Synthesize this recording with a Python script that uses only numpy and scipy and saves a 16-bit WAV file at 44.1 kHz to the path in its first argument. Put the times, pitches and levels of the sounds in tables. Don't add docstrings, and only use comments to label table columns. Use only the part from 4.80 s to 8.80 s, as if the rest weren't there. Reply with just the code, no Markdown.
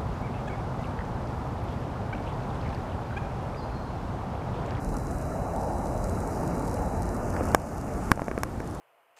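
import sys
import numpy as np
from scipy import signal
from scipy.io import wavfile

SR = 44100
rng = np.random.default_rng(int(sys.argv[2]) if len(sys.argv) > 2 else 0)


def digitize_waveform(pressure):
    field = np.atleast_2d(pressure).T
    bounded = np.clip(field, -1, 1)
    quanta = np.round(bounded * 32767).astype(np.int16)
    wavfile.write(sys.argv[1], SR, quanta)


N = 176400
TIME = np.arange(N) / SR


def from_db(db):
    return 10 ** (np.asarray(db) / 20)


def rms_one(x):
    return x / np.sqrt(np.mean(x ** 2) + 1e-20)


def level(rows):
    return from_db(np.interp(TIME, *np.transpose(rows)))


def drift(rate_hz):
    step, warm_up = 40, 2000
    pole = np.exp(-2 * np.pi * step * rate_hz / SR)
    noise = rng.standard_normal(N // step + warm_up + 2)
    slow = signal.lfilter([1], [1, -2 * pole, pole * pole], noise)[warm_up:]
    return np.interp(np.arange(N) / step, np.arange(len(slow)), rms_one(slow))


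def band(x, low_hz, high_hz):
    return signal.sosfilt(signal.butter(2, [low_hz, high_hz], "band", fs=SR, output="sos"), x)


def coloured_noise(colour, flicker_db, flicker_hz):
    hz, db = np.transpose(colour)
    edges = 18 * 2 ** (np.arange(31) / 3)
    white, out = rng.standard_normal((2, N)), 0
    for k, (low, high) in enumerate(zip(edges, edges[1:])):
        centre, flicker = np.sqrt(low * high), drift(flicker_hz)
        if hz[0] / 2 < centre < hz[-1] * 2:
            band_filter = signal.butter(3, [low, high], "band", fs=SR, output="sos")
            band_db = np.interp(np.log(centre), np.log(hz), db) + flicker_db * flicker
            out = out + from_db(band_db) * signal.sosfilt(band_filter, white[k % 2])
    return rms_one(out)


def ring(t, hz, fade_s):
    return np.sin(2 * np.pi * hz * t) * from_db(-60 * t / fade_s)


def whine(hz=3985, width_hz=220, end_s=2.45, fade_s=0.06):
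    tone = rms_one(band(rng.standard_normal(N), hz - width_hz / 2, hz + width_hz / 2))
    return from_db(-67.5) * tone * np.clip((end_s - TIME) / fade_s, 0, 1)


# t/s, level/dB
BRIGHT_HISS_LEVEL = [(0, -56.5), (.45, -56.5), (.7, -57), (1.2, -55), (1.7, -53.5), (2.25, -56),
                     (2.65, -53), (3.25, -50), (3.6, -51.5), (4, -54)]
SOFT_HISS_LEVEL = [(0, -81), (2.4, -81), (3.0, -64.5), (3.7, -57.5), (4, -56)]
# f/Hz, relative level/dB
BRIGHT_HISS_COLOUR = [(2600, -9), (3300, -34), (4100, -12), (5200, 6), (6500, 8), (8200, 6), (10400, 3),
                      (13000, -3.5), (15000, -5.5)]


def hiss(ticks_per_s=73, tick_decay_s=0.0015):
    sizes = from_db(3.5 * np.minimum(rng.exponential(1, N), 4))
    kicks = sizes * (rng.random(N) < ticks_per_s / SR)
    tick_shapes = signal.lfilter([1], [1, -np.exp(-1 / (tick_decay_s * SR))], kicks + 1e-18)
    ticks = rms_one(band(tick_shapes * rng.standard_normal(N), low_hz=4700, high_hz=10600))
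    bright = coloured_noise(BRIGHT_HISS_COLOUR, flicker_db=1.2, flicker_hz=10.3) + from_db(-3) * ticks
    soft = rms_one(band(rng.standard_normal(N), low_hz=2800, high_hz=4600))
    return level(BRIGHT_HISS_LEVEL) * bright + level(SOFT_HISS_LEVEL) * soft


# multiple of the firing rate, level/dB
ENGINE_TONES = [(1, -43.5), (2, -50), (3, -52)]


def engine(firing_hz=86.4, wander=0.0199):
    phase = 2 * np.pi * np.cumsum(firing_hz * (1 + wander * drift(3.6))) / SR
    return sum(from_db(db + 0.83 * drift(2.2)) * np.sqrt(2) * np.sin(multiple * phase)
               for multiple, db in ENGINE_TONES)


# t/s, level/dB
WIND_LEVEL = [(0, -25.5), (.2, -36), (.33, -32.5), (.5, -40.5), (1.1, -35.5), (1.8, -42), (2.05, -35.5),
              (2.5, -37), (3.2, -31.5), (4, -37)]
# f/Hz, relative level/dB
WIND_COLOUR = [(20, -36), (32, -4.5), (48, 13), (65, 1), (90, -8), (200, -25), (500, -91)]


def wind():
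    return level(WIND_LEVEL) * coloured_noise(WIND_COLOUR, flicker_db=4.0, flicker_hz=14)


# t/s, level/dB
RUMBLE_LEVEL = [(0, -33.5), (.8, -34), (1.3, -32), (1.9, -32), (2.4, -32), (2.65, -31), (3.0, -29),
                (3.4, -27.5), (4, -30)]
TYRE_LEVEL = [(0, -40.5), (.45, -37), (.9, -35), (1.35, -36), (1.8, -34.5), (2.35, -36), (2.65, -35),
              (3.2, -35), (3.6, -36.5), (4, -35)]
SLUSH_LEVEL = [(0, -44.5), (1.2, -45.5), (1.45, -42.5), (1.9, -44), (2.35, -44), (2.65, -38.5), (2.95, -41),
               (3.3, -37), (4, -40.5)]
# f/Hz, relative level/dB
RUMBLE_COLOUR = [(40, -9.5), (80, -0.5), (150, -1), (220, -4), (290, -3), (380, -12.5), (600, -18.5),
                 (1200, -35)]
TYRE_COLOUR = [(200, -18.5), (400, 1.5), (550, 5), (720, 5), (900, 4), (1080, -14), (1500, -14.5),
               (2500, -56)]
SLUSH_COLOUR = [(700, 1.5), (1100, 7), (1450, 3.5), (1900, -11.5), (2450, -9.5), (2900, -20.5), (3400, -37),
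                (5000, -42)]


def traffic():
    rumble = level(RUMBLE_LEVEL) * coloured_noise(RUMBLE_COLOUR, flicker_db=1.64, flicker_hz=2.1)
    tyres = level(TYRE_LEVEL) * coloured_noise(TYRE_COLOUR, flicker_db=2.22, flicker_hz=2.8)
    slush = level(SLUSH_LEVEL) * coloured_noise(SLUSH_COLOUR, flicker_db=1.8, flicker_hz=19)
    return rumble + tyres + slush


# f/Hz, relative level/dB
CAR_COLOUR = [(450, -15), (640, 4), (800, 3.5), (950, -6), (1200, -9), (1800, -44)]


def passing_car(start_s=0.45, rise_s=0.18, end_s=1.36, fall_s=0.26):
    swell = np.clip(np.minimum((TIME - start_s) / rise_s, (end_s - TIME) / fall_s), 0, 1)
    return from_db(-37) * swell * coloured_noise(CAR_COLOUR, flicker_db=1.7, flicker_hz=7.6)


# f/Hz, relative level/dB, time to fade by 60 dB/s
CASE_TONES = [(1130, -0.5, 0.013), (1593, -1, 0.011), (1900, -7.5, 0.0076), (2187, -9, 0.012)]
# t/s, level/dB, knock f/Hz, case ring level/dB, thump level/dB, crack level/dB
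FINGER_CLICKS = [(2.5655, -20, 1450, -14, -25, -27), (2.609, -13.5, 445, -23, -7, -35),
                 (2.7475, 4, 800, -8.5, -39, -14.5), (3.3166, 3.5, 1350, -5.5, 2, -15),
                 (3.3754, -6.5, 614, -25, -14, -32), (3.3948, -4, 920, -28, -21, -41),
                 (3.4187, -5, 640, -18, -2, -31), (3.4823, -4, 620, -15, -14, -29),
                 (3.514, -7, 407, -9.5, -16, -32), (3.5780, -2.5, 493, -15, -25, -31),
                 (3.634, -7.5, 950, -3.5, -13, -6.5), (3.8033, -12, 480, -10.5, -27, -24)]


def finger_clicks(knock_cycles=4.67, crack_fade_s=0.0078, softness_hz=2370):
    out, t = np.zeros(N + SR), TIME[:SR // 20]
    case = sum(from_db(db) * ring(t, hz, fade_s) for hz, db, fade_s in CASE_TONES)
    thump = ring(t, hz=242, fade_s=0.0065)
    ping = ring(t, hz=5380, fade_s=0.0045)
    fingertip = signal.butter(4, softness_hz, fs=SR, output="sos")
    for start_s, db, knock_hz, case_db, thump_db, crack_db in FINGER_CLICKS:
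        knock = ring(t, knock_hz, knock_cycles / knock_hz)
        body = signal.sosfilt(fingertip, knock + from_db(case_db) * case + from_db(thump_db) * thump)
        burst = rng.standard_normal(len(t)) * from_db(-60 * t / crack_fade_s)
        crack = band(burst + ping, low_hz=3900, high_hz=12400)
        start = int(start_s * SR)
        out[start:start + len(t)] += from_db(db) * (from_db(crack_db) * crack - body)
    return out[:N]


def scene():
    return (traffic() + passing_car() + engine() + wind() + hiss() + whine() + finger_clicks())[None]


def record(dry, react_s=0.011, recover_db_per_s=5.5, cutoff_hz=15050):
    excess_db = np.maximum(20 * np.log10(np.abs(dry[0]) + 1e-9), 0)
    recovery_db = recover_db_per_s * TIME
    held_db = np.maximum.accumulate(excess_db + recovery_db) - recovery_db
    pole = np.exp(-1 / (react_s * SR))
    drop_db = signal.lfilter([1 - pole], [1, -pole], held_db)
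    squashed = np.tanh(dry * from_db(-drop_db))
    treble_cut = signal.ellip(10, .1, 80, cutoff_hz, fs=SR, output="sos")
    return signal.sosfilt(treble_cut, squashed)


dry = scene()
out = record(dry)
digitize_waveform(out)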